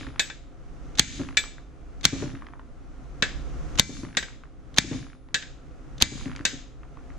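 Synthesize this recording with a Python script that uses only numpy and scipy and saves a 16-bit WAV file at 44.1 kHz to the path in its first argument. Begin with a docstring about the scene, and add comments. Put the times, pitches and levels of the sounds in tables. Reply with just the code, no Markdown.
"""Driving a bearing home, close by in a garage

A hand-held stereo microphone hears a hammer drive a bearing into an engine block through a steel driver.
Five heavy blows, after the dying end of another, alternate with light taps as the hammer is set back.
Steel contacts are filtered noise and dying sines; the block then shudders on its stand and a loose part rattles.
Walls add noise-like echoes; rustle, rumble, hiss and a drone lie behind. Blows overload the recorder and duck it."""
import sys
import numpy as np
from scipy import signal
from scipy.fft import rfft, irfft
from scipy.io import wavfile
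from scipy.ndimage import minimum_filter1d

SR = 44100
rng = np.random.default_rng(int(sys.argv[2]) if len(sys.argv) > 2 else 0)


def transcribe(u):
    """Save the signal u as a 16-bit wav file named by the first command-line argument.

    u: samples, shape (n,) or (channels, n), limited to [-1, 1]; the rate is SR.
    q: integer samples, one column per channel.
    """
    v = np.clip(np.atleast_2d(u).T, -1, 1)
    q = np.round(v * 32767).astype(np.int16)
    wavfile.write(sys.argv[1], SR, q)


N = 316638  # samples


def amp(db):
    """Decibels to gain."""
    return 10 ** (np.asarray(db) / 20)


def evened(x):
    """Scales to rms 1."""
    return x / np.sqrt(np.mean(x ** 2) + 1e-20)


def read(points, hz):
    """Reads a table on a log-frequency axis."""
    f, value = np.transpose(points)
    return np.interp(np.log(hz + 1), np.log(f + 1), value)


def add(mix, start_s, sound):
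    """Mixes a sound in at a time in seconds; what falls outside is dropped."""
    at = round(start_s * SR)
    sound = sound[:, max(-at, 0):]
    part = mix[:, max(at, 0):][:, :sound.shape[1]]
    part += sound[:, :part.shape[1]]


def stereo_white(size, same):
    """White noise for left and right; same is the share of power common to both."""
    same = np.clip(same, 0, 1)
    common = np.sqrt(same) * rng.standard_normal(size)
    return common + np.sqrt(1 - same) * rng.standard_normal((2, size))


def noise(colour, size, same):
    """Steady stereo noise of a given colour and left-right likeness, rms 1."""
    hz = np.fft.rfftfreq(size, 1 / SR)
    spectrum = rfft(stereo_white(size, same)) * amp(read(colour, hz))
    return evened(irfft(spectrum, size))


def octaves(hz):
    """Octaves above 3 kHz, the middle of the steel's range, for tilting a spectrum between 1 and 12 kHz."""
    return np.log2(np.clip(hz, 1000, 12000) / 3000)


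def dying(t60, size):
    """An envelope that falls 60 dB in t60 seconds."""
    return np.exp(-np.log(1000) * np.arange(size) / SR / t60)


def ring(modes, size, scatter_db, spread):
    """Dying sines, excited a little differently at each contact and out of step between left and right."""
    t = np.arange(size) / SR
    out = np.zeros((2, size))
    for hz, db, t60 in modes:
        luck, lag, start = rng.standard_normal(3)
        phase = np.pi * start + spread * lag * np.array([[-.5], [.5]])
        sine = np.sin(2 * np.pi * hz * t + phase)
        out += amp(db + scatter_db * luck) * dying(t60, size) * sine
    return out * (1 - dying(.002, size))  # soft onset


def burst(colour, envelope, same, tilt_db=0):
    """A puff of stereo noise rings through a causal filter of the given colour; the envelope sets its rms."""
    size = len(envelope)
    hz = abs(np.fft.fftfreq(size, 1 / SR))
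    gain = evened(amp(read(colour, hz) + tilt_db * octaves(hz)))
    # minimum phase: the filter rings only after the puff
    response = np.exp(np.conj(signal.hilbert(np.log(gain + 1e-5))))
    puff = envelope * stereo_white(size, same)
    coloured = np.fft.ifft(np.fft.fft(puff) * response).real
    return evened(coloured) * np.sqrt(np.mean(envelope ** 2))


# How fast the garage's echo dies. Each row: frequency in Hz, t60 in seconds.
ECHO_T60 = [(100, 0.47), (1000, 0.32), (3000, 0.5), (7500, 0.43), (10000, 0.21), (15000, 0.08)]


def tail(colour, tilt_db=0, size=32768):
    """A dense echo that builds within milliseconds, each band dying at its own speed; left energy is 1."""
    hz, t, z = signal.stft(rng.standard_normal((2, size)), SR, nperseg=256)
    z = z * np.exp(-np.log(1000) * t / read(ECHO_T60, hz)[:, None])
    z = z * amp(read(colour, hz) + tilt_db * octaves(hz))[:, None]
    echo = signal.istft(z, SR, nperseg=256)[1][:, :size] * (1 - dying(0.036, size))
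    echo = echo + .35 * echo[::-1]  # each side is also heard on the other
    return echo / np.linalg.norm(echo[0])


# Movement of the hands, rising before each swing and stilled after it.
# Each row: time in seconds, movement in dB on a scale where REST_DB is rest.
MOVING = [(0, -57), (.4, -63.5), (.88, -55), (1.08, -56), (1.65, -62.5), (2.15, -56), (2.55, -63),
          (3.15, -56.5), (3.3, -52.5), (3.76, -49), (3.92, -60.5), (4.55, -64), (4.88, -55.5), (5.18, -68),
          (5.5, -61.5), (6.15, -55), (6.7, -63), (7.18, -56)]
REST_DB = -60
# Colours of the hands' rustle, of the rumble and of the hiss. Each row: frequency in Hz, relative level in dB.
RUSTLE = [(53, -38), (90, -13.5), (130, 2), (201, -11.5), (272, -3), (438, -16), (488, -11), (620, -19),
          (706, -13), (896, -24), (1350, -18), (1610, -25.5), (6300, -43), (10400, -46.5), (16000, -79)]
RUMBLE = [(10, -8), (25, 5), (60, 4), (90, -14), (140, -17), (300, -47.5), (1000, -97.5)]
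HISS = [(200, -22), (2000, 3.5), (4000, -6), (6400, 3), (8000, -7), (10000, -19), (13000, -21),
        (16000, -41.5)]
# Wavering drone of the garage. Each row: frequency in Hz, level in dB.
DRONE = [(60, -67), (122, -61), (258, -61.5), (318, -63), (412, -64.5), (535, -66.5), (695, -71)]
# what follows the hands: (level at rest in dB, dB gained per dB of movement)
RUSTLE_LAW, RUMBLE_LAW, HISS_LAW = (-50, 0.87), (-42.5, .9), (-71, 1.3)
# a blow jolts the hand at the microphone: rumble in dB relative to its force, time constant in seconds
JOLT_DB, JOLT_S = -34.5, .08


def background():
    """Noises follow the moving hands, each blow jolts the rumble, and a faint drone of sines wavers in phase."""
    t = np.arange(N) / SR
    moving_db = np.interp(t, *np.transpose(MOVING)) - REST_DB
    rustle, rumble, hiss = (amp(db + share * moving_db) for db, share in (RUSTLE_LAW, RUMBLE_LAW, HISS_LAW))
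    jolt = sum(amp(JOLT_DB + db) * (t > s) * np.exp(-abs(t - s) / JOLT_S) for s, db, _ in BLOWS)
    out = rustle * noise(RUSTLE, N, same=.55)
    out += (rumble + jolt) * noise(RUMBLE, N, same=0.024) * amp([[-.8], [.8]])  # leans right
    out += hiss * noise(HISS, N, same=0.33)
    knots = np.linspace(0, t[-1], num=60)
    for hz, db in DRONE:
        waver = np.interp(t, knots, rng.standard_normal(len(knots)))
        out += amp(db) * np.sin(2 * np.pi * hz * t + 0.53 * waver)
    return out


# Echo strength of the garage. Each row: frequency in Hz, relative level in dB.
ECHO = [(100, 3.5), (700, -4.5), (1700, -7), (3600, -12), (5200, -3), (7800, -2), (8700, -8.5),
        (14000, -15)]


def garage(x):
    """The walls prolong whatever rings: convolution with a dense echo."""
    return signal.fftconvolve(x, tail(ECHO), axes=1)[:, :N]


BOUNCE_S, BOUNCE_JITTER_S = .019, 0.0016  # time between bounces of the loose part, and its random spread
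CHATTER_FADE_DB_PER_S, CHATTER_SCATTER_DB = 53, 3.5
REBOUND_TILT_DB = -4  # dB per octave: all chatter has this tilt, and a tick gains it at each rebound


def chatter(start, first_db, count=12):
    """A knock sets the loose part bouncing in a nearly even, fading run: rows of (s, dB, dB per octave)."""
    late, luck = rng.standard_normal((count, 2)).T
    age = np.arange(count) * BOUNCE_S
    times = start + age + BOUNCE_JITTER_S * late
    levels = first_db - CHATTER_FADE_DB_PER_S * age + CHATTER_SCATTER_DB * luck
    return [(s, db, REBOUND_TILT_DB) for s, db in zip(times, levels)]


# Single ticks of the loose part. Each row: start in seconds, level in dB, brightness in dB per octave.
TICKS = [(0.1397, -46, -4), (0.1599, -34.5, -5), (1.2881, -31.5, -4), (1.4390, -29.5, -1.5),
         (1.5825, -38, -17), (2.4216, -33, -13), (2.4675, -36, -4.5), (2.5355, -35, -15),
         (2.5949, -35.5, -11.5), (4.15, -34.5, 0), (4.284, -37, -8), (4.436, -39, -7.5), (5.1315, -42, -6),
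         (5.2873, -45.5, -7.5), (6.3620, -31, 6.5), (6.8325, -40, -11), (6.9716, -38, -9),
         (7.1024, -40.5, -8.5)]
# Colour of a tick. Each row: frequency in Hz, relative level in dB.
TICK = [(100, -17), (600, -14), (1100, -3), (1700, 0), (2500, -4), (4000, -13), (7500, -24), (9000, -42),
        (16000, -66)]
# A tick and its two rebounds. Each entry: level in dB relative to the tick.
TICK_BOUNCE_DB = [0, -9.5, -16]


def ticks(size=4096):
    """A loose part clicks and rebounds, or chatters after a knock: short puffs of coloured noise."""
    out, clicks = np.zeros((2, N)), []
    for s, db, tilt_db in TICKS:
        for k, step_db in enumerate(TICK_BOUNCE_DB):
            clicks.append((s + k * BOUNCE_S, db + step_db, tilt_db + k * REBOUND_TILT_DB))
    for s, _, chatter_db in KNOCKS:
        clicks += chatter(s, chatter_db)
    shape = dying(.008, size) + amp(-15) * dying(.05, size)
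    for s, db, tilt_db in clicks:
        add(out, s, amp(db) * burst(TICK, shape, same=0.93, tilt_db=tilt_db))
    return out


# The block rocks on its stand.
# Each row: start in seconds, relative knock level in dB, level in dB of the chatter that it sets off.
KNOCKS = [(0.010, -34, -37.5), (0.073, -33.5, -50), (1.195, -22, -36.5), (2.125, -14.5, -34.5),
          (2.223, -18.5, -37), (2.332, -33, -44.5), (3.892, -20.5, -42), (4.031, -26.5, -40.5),
          (4.837, -18.5, -41.5), (4.912, -18.5, -38.5), (6.118, -20, -34), (6.258, -25, -32.5),
          (6.401, -32.5, -58), (6.531, -34, -50)]
# Modes of the stand. Each row: frequency in Hz, relative level in dB, t60 in seconds.
STAND = [(118, -5.5, .13), (150, -6, .08), (243, -6, .07), (277, 0, .11), (355, -7, .06), (445, -17, .08),
         (585, -19, .09)]
# Grit in each knock. Each row: frequency in Hz, relative level in dB.
SCUFF = [(50, -15.5), (130, -10.5), (200, -1), (290, 5.5), (420, -11.5), (800, -19.5), (1300, -24.5),
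         (3000, -36), (9000, -69)]
ROCK_BACK_S, ROCK_BACK_DB = .034, -12  # each knock is followed by a softer one as the block rocks back


def knocks(size=16384):
    """The heavy block rocks on its stand and back: round, swelling contacts ring its modes, with some grit."""
    out = np.zeros((2, N))
    soft = 1 - dying(.025, size)
    for s, db, _ in KNOCKS:
        for late, step_db in [(0, 0), (ROCK_BACK_S, ROCK_BACK_DB)]:
            scuff = amp(-7) * burst(SCUFF, soft * dying(.12, size), same=.95)
            boom = soft * ring(STAND, size, scatter_db=1, spread=.15)
            add(out, s + late, amp(db + step_db + 3) * (boom + scuff))
    return out * amp([[1.4], [-1.4]])  # leans left


STUTTER_DB = -22  # relative to the force of the blow


def stutter(size=4096):
    """A faint stutter swells into each heavy crack: three puffs of the crack's colour, made duller."""
    out = np.zeros((2, N))
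    for s, db, _ in BLOWS:
        # lead in s, relative level in dB, t60 in s
        for ahead, step_db, t60 in [(.0415, -22, .025), (.0205, -17, .16), (.0100, -2, .07)]:
            puff = burst(CRACK, dying(t60, size), same=.6, tilt_db=-2.0)
            add(out, s - ahead, amp(db + STUTTER_DB + step_db) * puff)
    return out


# Modes of the driver.
# Each row: frequency in Hz, relative level in dB, t60 in seconds, share of the off-centre boost.
DRIVER = [(1571, -9, .12, 0), (1711, -6.5, .125, 0), (1910, -6, .05, 0), (2250, -11, .11, 0),
          (2333, -12, .085, 1.1), (2556, -14, .11, .8), (2627, -14, .09, -.3), (2900, -12, .06, -.3),
          (3536, -7.5, .09, .7), (3690, -8, .05, 0), (3828, -12, .08, 0), (3983, -12, .1, .3),
          (5017, -16, .1, 0), (5805, -18, .12, 0), (6069, -16, .1, 0), (6605, -17, .12, 0),
          (6995, -16, .12, .4), (7189, -16, .14, .4), (7388, -17, .13, .4), (7741, -18, .2, .4),
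          (9550, -34, .12, .5), (13310, -33, .2, .5)]
# Colours of steel on steel, and of the crowded short ring with it.
# Each row: frequency in Hz, relative level in dB.
CRACK = [(40, -14.5), (200, -3), (500, -16.5), (1000, -9.5), (1700, -5), (2600, -5.5), (3600, 2.5),
         (5300, -6.5), (6400, 1), (7700, -11), (8600, -17), (14000, -31), (16500, -47.5)]
RING = [(40, -18.5), (250, -9), (550, -6.5), (1150, -19), (1700, 5.5), (2900, -8.5), (3700, 7), (5200, -9),
        (6500, -10), (7800, -2), (8500, -26.5), (13500, -37), (16000, -56)]


def driver(tilt_db, off_db, crack_db, crack_t60, ring_db, ring_t60, modes_db, size=16384):
    """One contact of hammer and driver: a crack, a crowd of short modes, and the clear modes."""
    modes = [(hz, db + share * off_db + tilt_db * octaves(hz), t60) for hz, db, t60, share in DRIVER]
    crack = amp(crack_db) * burst(CRACK, dying(crack_t60, size), same=0.26, tilt_db=tilt_db)
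    crowd = amp(ring_db) * burst(RING, dying(ring_t60, size), same=.55, tilt_db=tilt_db)
    clear = amp(modes_db) * ring(modes, size, scatter_db=2.5, spread=0.49)
    return crack + crowd + clear


# Light taps of the hammer. Each row: start in seconds, relative force in dB, brightness in dB per octave,
# off-centre boost in dB, relative strength of the second contact in dB.
TAPS = [(0.1948, -9.5, 0, 14, 2.5), (.3000, -26.5, -6.5, 8.5, -4), (1.3700, -8.5, -0.5, 13.5, 5),
        (3.2236, -6, -3.5, -14, -1), (4.1698, -9, -1.5, -4, 3), (4.227, -23.5, -4, -2.5, -2.5),
        (5.3437, -9.5, 0, -23, 2.5), (5.424, -30, -5, -6, -1.5), (6.4520, -5.5, 1, -20, -2.5)]
# Steel heard from all sides at once, by way of the walls. Each row: frequency in Hz, relative level in dB.
WASH = [(100, -4.5), (500, -7), (1100, -9), (1700, 3), (2600, -1), (3100, -1), (3800, 3), (4500, -6),
        (5200, 0), (5600, -9), (6400, -2.5), (7700, -4.5), (8500, -19.5), (14000, -39)]
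RETOUCH_S = .003  # delay of the second contact of every tap


def taps():
    """The hammer lands lightly and touches a second time a few milliseconds later, with a wash off the walls."""
    out = np.zeros((2, N))
    for s, db, tilt_db, off_db, again_db in TAPS:
        first = driver(tilt_db, off_db, crack_db=-5.5, crack_t60=0.023,
                       ring_db=-13.0, ring_t60=.085, modes_db=-11.0)
        second = driver(tilt_db, off_db, crack_db=-4.5, crack_t60=0.0055,
                        ring_db=-14.0, ring_t60=0.084, modes_db=-20.0)
        add(out, s, amp(db) * first)
        add(out, s + RETOUCH_S, amp(db + again_db) * second)
        add(out, s, amp(db + 5.0) * tail(WASH, tilt_db))
    return out


# Heavy blows, the first already dying away.
# Each row: start in seconds, relative force in dB, relative strength of its echo in dB.
BLOWS = [(-.25, 8.5, 9), (0.9949, 4, 5.5), (2.0524, 2, 5), (3.7962, 5.5, -8.5), (4.784, 2, 4.5),
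         (6.0228, 4.5, 2.5)]
# Modes of the block and seated bearing, woken by heavy blows only.
# Each row: frequency in Hz, relative level in dB, t60 in seconds.
BLOCK = [(818, -35, .2), (1359, -33, .2), (1563, -21, .12), (1690, -23, .12), (2045, -20, .25),
         (2282, -23, .25), (2330, -21, .38), (3388, -30, .2), (3537, -28, .28), (4236, -30, .25),
         (4624, -31, .28), (6982, -30, .33), (7730, -34, .42), (9080, -42, .12), (10437, -47, 1.0),
         (13560, -58, .55)]
# Block and stand trembling after a blow. Each row: frequency in Hz, relative level in dB.
SHUDDER = [(20, -10.5), (60, -1), (90, -2), (125, -0.5), (190, -7.5), (280, 3.5), (400, -17.5), (800, -32),
           (3000, -70)]
# The whole block shoved by a blow. Each row: frequency in Hz, relative level in dB, t60 in seconds.
THUD = [(59, -4.5, 0.082), (134, -1.5, 0.046), (221, 7, 0.025)]


def blows(size=32768):
    """A full swing: the driver, pressed home, only cracks; the block rings, thuds and shudders with it."""
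    out = np.zeros((2, N))
    for s, db, echo_db in BLOWS:
        crack = amp(4.0) * burst(CRACK, dying(0.021, size), same=0.37)
        crowd = amp(-13.5) * burst(RING, dying(0.085, size), same=0.98)
        clear = amp(-6.5) * ring(BLOCK, size, scatter_db=1.5, spread=.7)
        shudder = amp(-33.5) * burst(SHUDDER, dying(.65, size), same=.95)
        wash = amp(echo_db + 0.5) * tail(WASH)
        add(out, s, amp(db) * (crack + crowd + clear + shudder + wash))
        thud = ring(THUD, size, scatter_db=1, spread=.2)
        add(out, s + 0.003, amp(db - 11.0) * thud)
    return out


def scene():
    """Steel and small noises sound in the garage, over the background."""
    steel = (taps() + blows()) * amp([[.8], [-.8]])  # leans left
    small = knocks() + ticks()
    walls = garage(amp(-20) * steel + amp(-14) * small)
    return steel + small + walls + stutter() + background()


EDGE_HZ = 16400  # the recorder's upper limit


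def record(dry, threshold_db=-11, recover_db=120, attack=0.0015, hold=0.065):
    """A limiter that comes a moment late: cracks overload, then the gain ducks and climbs back in the echo.

    recover_db is in dB per second; attack (a time constant) and hold are in seconds."""
    r = np.exp(-1 / (.002 * SR))  # power is smoothed over 2 ms
    power_db = 10 * np.log10(signal.lfilter([1 - r], [1, -r], (dry ** 2).mean(0)) + 1e-12)
    # hold the highest excess of the recent past
    width = 2 * int(abs(hold) * SR / 2) + 1
    excess_db = np.maximum(power_db - threshold_db, 0)
    over_db = -minimum_filter1d(-excess_db, width, origin=width // 2)
    # then let it fall at a steady rate
    fall = np.arange(N) * recover_db / SR
    wanted_db = np.maximum.accumulate(over_db + fall) - fall
    r = np.exp(-1 / (attack * SR))
    duck_db = signal.lfilter([1 - r], [1, -r], wanted_db)
    clipped = .94 * np.tanh(dry * amp(-duck_db))
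    rounded = signal.lfilter(*signal.butter(1, 11000, fs=SR), clipped)  # gentle treble loss
    edge = signal.firwin(255, EDGE_HZ, window=("kaiser", 9), fs=SR)
    return signal.oaconvolve(rounded, edge[None], "same", axes=1)


dry = scene()
out = record(dry)
transcribe(out)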